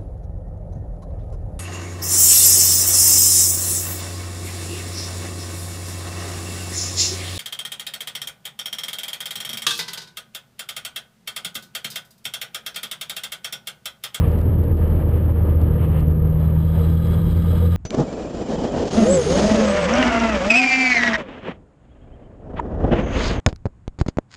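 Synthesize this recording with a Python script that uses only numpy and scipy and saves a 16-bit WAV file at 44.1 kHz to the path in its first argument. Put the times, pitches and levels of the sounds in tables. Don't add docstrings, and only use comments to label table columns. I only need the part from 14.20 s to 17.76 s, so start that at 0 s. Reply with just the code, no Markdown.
import sys
import numpy as np
from scipy import signal
from scipy.fft import rfft, irfft
from scipy.io import wavfile

SR = 44100
rng = np.random.default_rng(int(sys.argv[2]) if len(sys.argv) > 2 else 0)


def store_pcm(level_fs):
    pcm = np.round(np.clip(level_fs, -1, 1) * 32767).astype(np.int16)
    wavfile.write(sys.argv[1], SR, np.atleast_2d(pcm).T)


N = 156996
TIME_S = np.arange(N) / SR
BINS_HZ = np.maximum(np.arange(N // 2 + 1) * SR / N, 1)


def from_db(db):
    return 10 ** (np.asarray(db) / 20)


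def unit_rms(x):
    return x / np.sqrt(np.mean(x ** 2) + 1e-20)


def curves(rows):
    time_s, *columns = np.transpose(rows)
    return [np.interp(TIME_S, time_s, column) for column in columns]


def noise(gain):
    return unit_rms(irfft(rfft(rng.standard_normal(N)) * gain, N))


def colour(points):
    freq_hz, gain_db = np.transpose(points)
    octaves, knots = np.log2(BINS_HZ), np.log2(freq_hz)
    octaves_outside = np.abs(octaves - np.clip(octaves, knots[0], knots[-1]))
    return from_db(np.interp(octaves, knots, gain_db) - 20 * octaves_outside)


def drift(rate_hz):
    return noise(1 / (1 + (BINS_HZ / rate_hz) ** 2))


def resonant_noise(modes):
    out = 0
    for centre_hz, width_hz, level_db in modes:
        detuning = (BINS_HZ ** 2 - centre_hz ** 2) / (BINS_HZ * width_hz)
        out += from_db(level_db) * noise(1 / (1 + detuning ** 2))
    return out


def patchy_noise(points, flicker_db):
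    spectrum = rfft(noise(colour(points)))
    common = drift(14)
    out = 0
    for octave in range(4, 14):
        band = irfft(spectrum * np.maximum(1 - np.abs(np.log2(BINS_HZ) - octave), 0), N)
        out += band * from_db(flicker_db * (0.72 * common + 0.32 * drift(25)))
    return unit_rms(out)


def low_pass(x, stop_hz):
    return signal.sosfiltfilt(signal.cheby2(14, 40, stop_hz, fs=SR, output="sos"), x, padlen=600)


def engine(phase):
    # time_s, note_db, octave_db
    drone = [(0, -17, -23), (.3, -20, -34), (1.05, -17, -31.5), (1.55, -17, -29), (1.62, -19, -22.5),
             (2.05, -18.5, -20), (2.7, -18.5, -20.5), (3.19, -19, -22.5), (3.56, -16, -24.5)]
    # firing_multiple, level_db
    orders = [(3 / 2, -34), (5 / 2, -39.5), (6 / 2, -45)]
    note_waver_db, octave_waver_db, order_waver_db = 1.34, 0.46, 3
    octave_lag_s = 0.00033
    note_db, octave_db = curves(drone)
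    late_phase = np.interp(TIME_S - octave_lag_s, TIME_S, phase)
    out = from_db(note_db + note_waver_db * drift(23)) * np.cos(phase)
    out += from_db(octave_db + octave_waver_db * drift(8)) * np.cos(2 * late_phase)
    for multiple, level_db in orders:
        gain = from_db(level_db + order_waver_db * drift(15))
        out += gain * np.cos(multiple * phase + rng.uniform(0, 2 * np.pi))
    return np.sqrt(2) * out


def road_rumble():
    # freq_hz, relative_db
    spectrum = [(15, -25), (26, -8.5), (37, 2.5), (50, 2.5), (62, -1.5), (72, -8), (90, 5), (118, 0),
                (145, -3.5), (200, -8.5), (255, -14), (300, -10.5), (420, -17.5), (600, -40.5),
                (1000, -53.5)]
    # time_s, level_db
    envelope = [(0, -20), (.7, -19.5), (1.05, -20.5), (1.33, -19.5), (1.8, -20.5), (2.15, -22.5),
                (2.5, -25.5), (2.68, -21), (2.8, -25.5), (3.0, -19.5), (3.2, -23), (3.4, -22), (3.56, -30)]
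    return from_db(curves(envelope)[0]) * patchy_noise(spectrum, flicker_db=1.0)


def tyre_roar():
    # freq_hz, relative_db
    spectrum = [(250, -30), (400, -0.5), (520, 3), (600, 0.5), (690, -7.5), (830, -8), (870, -11),
                (925, -6.5), (1080, -13), (1230, -11.5), (1450, -19), (1640, -17.5), (2000, -23),
                (2500, -27.5), (3100, -27), (3600, -34.5), (5000, -44.5), (6000, -55.5)]
    # time_s, level_db
    envelope = [(0, -34.5), (.13, -34), (.25, -37.5), (.6, -35), (1.05, -36.5), (1.3, -34.5), (1.55, -36.5),
                (1.8, -35), (1.92, -38), (2.3, -36.5), (2.5, -38.5), (2.65, -35), (2.8, -41.5), (2.92, -35),
                (3.15, -39.5), (3.4, -36), (3.56, -41)]
    return from_db(curves(envelope)[0]) * patchy_noise(spectrum, flicker_db=2.1)


def tyre_note():
    # centre_hz, width_hz, relative_db
    modes = [(474, 33.4, -5), (1225, 100, -23.5)]
    # time_s, gain_db
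    envelope = [(0, -25), (.13, -30.5), (.21, -33), (.33, -34), (.42, -34), (.52, -35.5), (.68, -33.5),
                (.8, -43), (.94, -29.5), (1.06, -35), (1.26, -29), (1.44, -33), (1.58, -25.5), (1.71, -41),
                (1.82, -31.5), (2.03, -30.5), (2.25, -39), (2.52, -40), (2.63, -26.5), (2.8, -38.5),
                (3.0, -33), (3.19, -40), (3.3, -32), (3.46, -30), (3.56, -44)]
    return from_db(curves(envelope)[0]) * resonant_noise(modes)


def intake(phase):
    # time_s, gain_db
    flow = [(0, -43.5), (2.05, -27.5), (2.22, -13.5), (2.45, -9.5), (2.64, -1.5), (2.8, -7.5), (2.89, -1),
            (3.03, -6), (3.12, -2.5), (3.27, -3), (3.37, -0.5), (3.56, -2)]
    # freq_hz, relative_db
    hiss = [(700, -4.5), (1400, 3), (2500, -4), (3400, -6.5), (4400, -14), (5200, -19.5), (6000, -25.5)]
    # centre_hz, width_hz, level_db
    modes = [(1222, 85, -45.5), (1620, 180, -53.5), (2160, 150, -63.5), (2970, 90, -59.5),
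             (3203, 100, -58.5), (3272, 70, -57), (3397, 65, -57.5), (3770, 160, -58.5), (3982, 60, -59.5),
             (4190, 60, -66.5), (4640, 130, -67.5), (5040, 340, -66)]
    hiss_db, flutter_db, pulse_depth = -50, 1.5, 0.12
    air = from_db(hiss_db) * noise(colour(hiss)) + resonant_noise(modes)
    flow_gain = from_db(curves(flow)[0] + flutter_db * drift(30))
    return air * flow_gain * (1 + pulse_depth * np.cos(phase))


def traffic():
    # centre_s, peak_db, half_width_s
    passes = [(.04, -43, 0.061), (.96, -49, .045), (1.62, -44, 0.06), (1.781, -42.5, 0.039)]
    # freq_hz, relative_db
    spectrum = [(500, -10), (1200, 9), (1500, -6.5), (1750, 1.5), (2200, -4.5), (3000, -2.5), (3400, -10),
                (3900, -18.5), (5500, -40)]
    swell = 0
    for centre_s, peak_db, half_width_s in passes:
        swell += from_db(peak_db) / (1 + ((TIME_S - centre_s) / half_width_s) ** 2)
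    return swell * patchy_noise(spectrum, flicker_db=2.5)


def overload_crackle():
    # peak_s, relative_db
    crackles = [(.0922, -55), (.1196, -54), (.1885, -48), (.2139, -49), (.4389, -52), (.5711, -54),
                (.607, -57), (.6794, -53), (.705, -56), (.7617, -55), (.8889, -56), (.9707, -56),
                (1.4157, -51), (1.6541, -55), (1.7973, -53), (1.806, -52), (1.8692, -54), (1.9106, -57),
                (2.0777, -57), (2.126, -57), (3.407, -50)]
    # freq_hz, relative_db
    spectrum = [(800, -6.5), (2800, -4.5), (4500, -4.5), (6000, -16.5), (8000, -5.5), (14000, -8)]
    attack_s, decay_s, gain_db = 0.0007, 0.0023, 2.5
    bursts = 0
    for peak_s, relative_db in crackles:
        age_s = TIME_S - peak_s
        envelope = np.exp(-np.maximum(-age_s / attack_s, age_s / decay_s))
        bursts += from_db(relative_db + gain_db) * envelope
    return bursts * noise(colour(spectrum))


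def scene():
    # time_s, rate_hz
    firing = [(0, 80.8), (.5, 80.2), (.8, 79.3), (1.3, 79.3), (1.6, 78.1), (1.95, 78.2), (2.3, 79.1),
              (2.6, 80.4), (2.9, 82.0), (3.25, 83.5), (3.56, 85.0)]
    phase = 2 * np.pi * (rng.random() + np.cumsum(curves(firing)[0]) / SR)
    cabin = engine(phase) + road_rumble() + tyre_roar() + tyre_note() + traffic() + intake(phase)
    return (low_pass(cabin, stop_hz=6300) + overload_crackle())[None]


def record(dry):
    hold_hz, mirror_gain_db = 12000, 0.5
    slope = np.gradient(dry, axis=-1) * SR
    mirror = slope * np.sin(2 * np.pi * hold_hz * TIME_S) / (np.pi * hold_hz)
    droop = hold_hz / np.maximum(BINS_HZ, hold_hz / 2)
    sizzle = irfft(rfft(mirror) * droop, N)
    return low_pass(dry + from_db(mirror_gain_db) * sizzle, stop_hz=15700)


dry = scene()
out = record(dry)
store_pcm(out)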